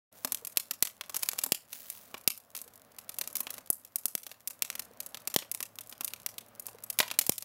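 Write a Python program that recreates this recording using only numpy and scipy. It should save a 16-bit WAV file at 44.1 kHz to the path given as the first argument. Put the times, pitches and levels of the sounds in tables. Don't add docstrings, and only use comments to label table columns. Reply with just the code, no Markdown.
import sys
import numpy as np
from scipy import signal
from scipy.fft import rfft, irfft
from scipy.io import wavfile

SR = 44100
rng = np.random.default_rng(int(sys.argv[2]) if len(sys.argv) > 2 else 0)


def wav_record(signal):
    frames = np.transpose(np.atleast_2d(signal))
    bounded = np.clip(frames, -1, 1)
    quanta = np.round(bounded * 32767).astype(np.int16)
    wavfile.write(sys.argv[1], SR, quanta)


N = 328104
T = np.arange(N) / SR
SHORT = T[:2048]
IMPULSE = 1. * (SHORT == 0)
TOP_HZ = 15550


def undb(db):
    return 10 ** (np.asarray(db) / 20)


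def unit(x):
    return x / np.sqrt(np.mean(x ** 2) + 1e-20)


def add(out, start_s, x):
    i = int(np.clip(start_s * SR, 0, len(out) - 1))
    out[i:i + len(x)] += x[:len(out) - i]


def spectrum_db(points, hz):
    point_hz, db = np.transpose(points)
    return np.interp(np.log(hz + 1), np.log(point_hz), db)


def colour(x, *spectra, size=1024):
    hz = np.arange(size // 2 + 1) * SR / size
    db = sum(spectrum_db(points, hz) for points in spectra)
    cepstrum = irfft(np.log(undb(db)))
    cepstrum[1:size // 2] *= 2
    cepstrum[size // 2 + 1:] = 0
    response = irfft(np.exp(rfft(cepstrum)))
    return signal.fftconvolve(x, response)[:len(x)]


def fade(t, t60):
    return np.exp(-np.log(1000) * t / t60)


def drift(rate_hz):
    steps = rng.standard_normal(1024)
    return np.interp(T * rate_hz, np.arange(len(steps)), steps)


def grainy(size, grain_db):
    grains = np.repeat(rng.standard_normal(size // 32 + 1), 32)[:size]
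    return rng.standard_normal(size) * undb(grain_db * grains)


# frequency_hz, level_db
FLAME_SPECTRUM = [(25, -4.5), (55, -6), (95, 1), (140, -3), (240, 2.5), (350, -7.5), (590, 2.5),
                  (850, -3.5), (1150, -3.5), (1600, -7.5), (2600, -15), (5000, -21.5), (12000, -40)]
# time_s, level_db
BLAZE_LEVELS = [(0.28, -66), (0.32, -62.5), (0.44, -64.5), (0.85, -69), (1.39, -62), (1.55, -70),
                (2.14, -63), (2.4, -69), (3.37, -62), (3.55, -60), (3.69, -67.5), (4.42, -70), (4.82, -62),
                (5.43, -65), (5.63, -66), (6.57, -62.5), (7.16, -62), (7.4, -71.5)]

def flames(blaze_db, trim_db=2.0, flutter_db=1.1, swell_db=.6):
    hz = np.arange(N // 2 + 1) * SR / N
    roar = rfft(rng.standard_normal(N)) * undb(spectrum_db(FLAME_SPECTRUM, hz))
    octave = np.log2(np.maximum(hz, 40) / 40)
    bands = (irfft(roar * np.maximum(1 - np.abs(octave - k), 0), N) for k in range(10))
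    fluttering = sum(band * undb(flutter_db * drift(9.9)) for band in bands)
    return unit(fluttering) * undb(blaze_db + trim_db + swell_db * drift(2.78))


# frequency_hz, level_db
HISS_SPECTRUM = [(400, -31.5), (1500, -10.5), (3000, -11), (6000, -7.5), (9000, -8.5), (12300, 0),
                 (14000, -4.5), (15800, 6)]

def sizzle(level_db=-65.0, flicker_db=1.5):
    hiss = colour(grainy(N, grain_db=4), HISS_SPECTRUM)
    return unit(hiss) * undb(level_db + flicker_db * drift(36))


def fracture(order=13, width_hz=1800, splinter_db=-5, splinter_t60=0.0093):
    radius = np.exp(-np.pi * width_hz / SR)
    hz = TOP_HZ * (np.arange(order) + rng.random(order)) / order
    sections = [[radius ** 2, c, 1, 1, c, radius ** 2]
                for c in -2 * radius * np.cos(2 * np.pi * hz / SR)]
    splinters = rng.standard_normal(len(SHORT)) * fade(SHORT, splinter_t60)
    return unit(signal.sosfilt(sections, IMPULSE)) + undb(splinter_db) * unit(splinters)


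# frequency_hz, level_db
BURST_SPECTRUM = [(60, -23), (200, -3.5), (600, -3.5), (1200, 0), (1600, -2.5), (2300, 2), (3600, 2),
                  (7000, 2), (9000, 0.5), (12200, 6), (14000, 1), (15800, -0.5)]

def ember_ticks(blaze_db, count=220, faintest_db=-57, range_db=10, heat_share=0.5):
    out = np.zeros(N)
    for when, strength in rng.random((count, 2)):
        burst = fracture()
        level_db = faintest_db + range_db * strength ** 3
        add(out, when * N / SR, undb(level_db) * burst / np.std(burst[:56]))
    heat_db = heat_share * (blaze_db - np.mean(blaze_db))
    return colour(out, BURST_SPECTRUM, [(800, -10), (3200, -5), (9000, 0.01)]) * undb(heat_db)


# time_s, level_db
HUM_LEVELS = [(0, -84), (3.8, -81.5), (6, -70.5)]

def far_hum(pitch_hz=108, octave_db=-11, waver_db=2):
    phase = 2 * np.pi * np.cumsum(pitch_hz * (1 + .03 * drift(9))) / SR
    drone = unit(np.sin(phase) + undb(octave_db) * np.sin(2 * phase))
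    level_db = np.interp(T, *np.transpose(HUM_LEVELS))
    return drone * undb(level_db + waver_db * drift(8.6))


# start_s, hold_s, level_db
STEAM_JETS = [(.11, 0.17, -51.5), (1.16, 0.1, -47), (1.688, 0.32, -43), (2.52, 0.076, -66),
              (3.15, 0.64, -76), (6.03, 0.28, -60), (6.95, 0.055, -56)]

def steam_jets(attack_s=0.061, fall_db_per_s=24.5, release_s=0.24, waver_db=-0.5):
    hiss = colour(grainy(N, grain_db=5.0), HISS_SPECTRUM, [(3000, 1.5), (8000, 0.69), (12500, -1.7)])
    flow = np.zeros(N)
    for start_s, hold_s, level_db in STEAM_JETS:
        age = T - start_s
        opening = np.clip(age / attack_s, 0, 1) * np.clip(1 - (age - hold_s) / release_s, 0, 1)
        flow += opening * undb(level_db - fall_db_per_s * np.maximum(age - attack_s, 0))
    return unit(hiss) * flow * undb(waver_db * drift(19.2))


# pitch_hz, relative_level_db, t60_s
BARREL_MODES = [(264, -7, 0.11), (598, 5, 0.052), (791, -1, 0.044), (1064, 6, 0.034), (1283, 5.5, 0.03),
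                (1845, -8.5, 0.058), (2330, 7, 0.023), (2725, 14.5, 0.021), (3320, -1, 0.014),
                (3820, -24, .03)]

def barrel_ring(scatter_t60=0.022, modes_db=-14.5, detune=.03):
    modes = np.zeros(len(SHORT))
    for pitch_hz, level_db, t60_s in BARREL_MODES:
        shift, strength = rng.standard_normal(2)
        phase = 2 * np.pi * pitch_hz * (1 + detune * shift) * SHORT
        modes += undb(level_db) * strength * fade(SHORT, t60_s) * np.sin(phase)
    scatter = grainy(len(SHORT), grain_db=2.0) * fade(SHORT, scatter_t60)
    return unit(scatter) + undb(modes_db) * unit(modes)


def crack(burst_db, ring_db, low_db, mid_db, ring_rise_s=0.0024):
    tone = [(800, low_db), (3200, mid_db), (9000, 0.0065)]
    burst = colour(fracture(), BURST_SPECTRUM, tone)
    build_up = 1 - np.exp(-SHORT / ring_rise_s)
    ring = colour(barrel_ring() * build_up, BURST_SPECTRUM, tone)
    return undb(burst_db) * burst / np.std(burst[:56]) + undb(ring_db) * ring / np.std(ring[52:350])


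def in_yard(x, wall_db=-16.5, clutter_db=-21, tail_db=-19, tail_rise_s=0.0018):
    t = T[:SR // 5]
    wall_s = .0265 + .0003 * rng.standard_normal()
    clutter = rng.standard_normal(len(t)) * fade(t, t60=0.052)
    tail = grainy(len(t), grain_db=5.0) * fade(t, t60=0.23) * (1 - np.exp(-t / tail_rise_s))
    echoes = np.zeros(len(t))
    add(echoes, wall_s, undb([wall_db]))
    add(echoes, wall_s, undb(clutter_db) * clutter / np.linalg.norm(clutter))
    add(echoes, .021, undb(tail_db) * tail / np.linalg.norm(tail))
    response = colour(echoes, [(200, -5.5), (1000, 2.5), (3000, 0.0), (10000, 0.0), (16000, -3.0)])
    response[0] += 1
    return signal.fftconvolve(x, response)


# start_s, burst_db, ring_db, low_db, mid_db
LOG_CRACKS = [(0.2475, -19, -30, 5.5, -3.5), (0.3211, -17.5, -31.5, -6.5, -9),
              (0.3463, -20.5, -40, -17, -5), (0.4493, -28, -40.5, -9, -8), (0.4701, -38, -34.5, -11, -14),
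              (0.7098, -22.5, -30.5, -4.5, -2), (0.8716, -33, -39.5, -0.5, 7),
              (1.0104, -27.5, -40.5, 6, 12.5), (1.095, -41, -39.5, 5, 0), (1.1439, -30, -34, 0.5, 0),
              (1.159, -33, -40, -2, -4), (1.1657, -19, -32, -9, -9.5), (1.2259, -30, -38, -4, -2),
              (1.2321, -17.5, -31.5, -6.5, -3), (1.2881, -15, -32, -10.5, -1), (1.333, -28, -44.5, 7, -0.5),
              (1.383, -38, -38, -7, -4), (1.3885, -19.5, -33, -7, -1.5), (1.4365, -22.5, -24.5, -9, -11),
              (1.4625, -25.5, -39, 7.5, -11), (1.729, -35, -37.5, -5.5, -1.5),
              (1.9006, -25, -39.5, -19, -10), (2.1424, -32.5, -40, 20.5, 11.5), (2.1776, -42, -50, 6, -6),
              (2.376, -36, -47, -9, -11), (2.5495, -40, -38, -3, -3.5), (2.5647, -33, -39.5, -14, -4),
              (2.5752, -32, -47, -7, -12), (2.589, -37.5, -55, -11.5, 0), (2.6156, -32.5, -43, -4, -17),
              (2.678, -44, -54, 6, -3), (2.9851, -42, -41, -4, -3.5), (3.0925, -31, -38, -1.5, -2.5),
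              (3.142, -40, -46.5, -10, -10.5), (3.1859, -24.5, -34.5, -6.5, -9),
              (3.2122, -22.5, -31, -3.5, -1), (3.275, -26.5, -42, -4.5, -6), (3.3286, -36, -52, -11, -20),
              (3.3541, -21.5, -31, -8.5, -8), (3.3679, -21.5, -38, -15, -11),
              (3.404, -27.5, -28.5, -3.5, -8.5), (3.4687, -30.5, -41, 15.5, 13.5),
              (3.504, -30, -36, -5.5, -7), (3.5401, -33, -42, -2, -5.5), (3.5809, -38, -43.5, 7.5, -2.5),
              (3.8485, -44, -47.5, -12, -9.5), (3.9582, -16.5, -32, -15, -16), (4.232, -44, -46.5, -11, -1),
              (4.266, -32.5, -43, -1, 1), (4.3148, -36.5, -46, 7, 7), (4.4741, -24, -32.5, -16, -11),
              (4.506, -37, -43, -2, -5), (4.7012, -23, -42, -2.5, 3.5), (4.753, -30, -38.5, -1.5, -1),
              (4.7944, -26, -34, -8, -4.5), (5.0024, -36, -34, -13.5, -5.5), (5.0624, -32, -41, -11, -13.5),
              (5.1449, -34, -41, -1, 5), (5.1713, -37.5, -46, 4, 7), (5.2736, -24.5, -31, -4, -3),
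              (5.341, -22, -32.5, -5, -5.5), (5.422, -49, -44.5, 19, 19),
              (5.5151, -20.5, -34.5, -15.5, -13.5), (5.548, -23, -43, -5.5, -9.5),
              (5.6045, -26, -39, 3, -2), (5.6277, -23.5, -36.5, -10, -1.5), (5.7869, -28.5, -50, -3, 3.5),
              (5.8087, -35, -43.5, -13, -10), (5.8723, -40.5, -64, -9, -23), (5.8949, -40, -45, -15, -13),
              (5.925, -40, -46.5, 5, 5), (6.0085, -25.5, -37, 3.5, 0.5), (6.0452, -32, -28.5, -14, -15.5),
              (6.0786, -27.5, -40.5, -5.5, -2), (6.1359, -26.5, -46.5, -4.5, 3),
              (6.2625, -19.5, -35.5, -5.5, -2), (6.3815, -31, -38, -10, 2.5),
              (6.5963, -32.5, -38.5, -7, -18), (6.6666, -25.5, -41.5, -11, -20),
              (6.6835, -43, -47.5, 11, 2), (6.8374, -32, -38.5, -9, -19), (6.901, -22, -32.5, -16, -7.5),
              (6.9885, -13.5, -26, -4, -2), (7.002, -12.5, -23, 13.5, 14), (7.0794, -34.5, -43, 4.5, 9),
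              (7.103, -31, -56, 3, 18), (7.1129, -26, -34, 9, 4), (7.189, -9, -21.5, -8.5, -3.5),
              (7.2121, -26.5, -36, -1, 0), (7.2654, -24, -34, -9, -11), (7.3807, -26, -36.5, -12, -8),
              (7.4233, -34.5, -40, -4.5, -1)]

def cracks(burst_trim_db=-1.5, ring_trim_db=1.5):
    out = np.zeros(N)
    for start_s, burst_db, ring_db, low_db, mid_db in LOG_CRACKS:
        direct = crack(burst_db + burst_trim_db, ring_db + ring_trim_db, low_db, mid_db)
        add(out, start_s, in_yard(direct))
    return out


def aftercracks(mean_wait_s=0.067):
    out = np.zeros(N)
    for start_s, *_ in LOG_CRACKS:
        wait_s = mean_wait_s * rng.exponential()
        burst_db, mid_db = rng.normal(-48.5, 2), rng.normal(-6, 5)
        settling = crack(burst_db, ring_db=burst_db - 9, low_db=mid_db + 5, mid_db=mid_db)
        add(out, start_s + wait_s, settling)
    return out


# start_s, level_db, pitch_hz
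HOLLOW_PLOPS = [(0.421, -49, 472), (2.66, -53, 473), (4.907, -51, 470), (6.745, -45, 470)]

def plops(swell_s=0.0051, sag_per_s=1.46, octave_db=-14):
    out = np.zeros(N)
    envelope = (SHORT / swell_s) ** 2 * np.exp(2 - 2 * SHORT / swell_s)
    for start_s, level_db, pitch_hz in HOLLOW_PLOPS:
        phase = 2 * np.pi * pitch_hz * SHORT * (1 - sag_per_s * SHORT / 2)
        note = np.sin(phase) + undb(octave_db) * np.sin(2 * phase)
        add(out, start_s, undb(level_db) * envelope * note)
    return out


def thump(peak_db, hz):
    band = signal.butter(2, [0.39 * hz, 1.76 * hz], "band", fs=SR, output="sos")
    pulse = signal.sosfilt(band, IMPULSE)
    return undb(peak_db) * pulse / np.abs(pulse).max()


# start_s, burst_db, ring_db, mid_db (relative to the treble), thump_db, thump_hz
HARD_SNAPS = [(0.5721, -12.5, -25.5, -3.5, -36, 360), (0.8253, -9.5, -25, -2, -35, 313),
              (1.5207, -11, -25, 1, -22.5, 362), (2.2764, -8.5, -26, -3.5, -25, 400),
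              (3.7022, -11.5, -27.5, -26, -25.5, 513), (4.0560, -15.5, -29, -16, -37.5, 410),
              (4.1519, -18, -38.5, -5.5, -32.5, 376), (4.6221, -16, -30, 1.5, -47, 453),
              (5.3623, -12, -28.5, 3.5, -16.5, 365), (7.2945, -10.5, -32, -9, -18, 310)]

def snaps(ring_trim_db=-1):
    out = np.zeros(N)
    for start_s, burst_db, ring_db, mid_db, thump_db, thump_hz in HARD_SNAPS:
        low_db = -8 + 0.38 * mid_db
        add(out, start_s, in_yard(crack(burst_db, ring_db + ring_trim_db, low_db, mid_db)))
        add(out, start_s, thump(thump_db, thump_hz))
    return out


def scene():
    blaze_db = np.interp(T, *np.transpose(BLAZE_LEVELS))
    bed = flames(blaze_db) + ember_ticks(blaze_db) + sizzle() + steam_jets()
    return (cracks() + aftercracks() + snaps() + bed + plops() + far_hum())[None]


def record(dry, open_s=.115, ceiling=.72, bass_hz=55):
    opened = dry * np.clip((T - open_s) / .01, 0, 1)
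    clipped = opened / (1 + (opened / ceiling) ** 4) ** .25
    thinned = signal.sosfilt(signal.butter(1, bass_hz, "high", fs=SR, output="sos"), clipped)
    return signal.sosfiltfilt(signal.ellip(6, .1, 40, TOP_HZ, fs=SR, output="sos"), thinned)


dry = scene()
out = record(dry)
wav_record(out)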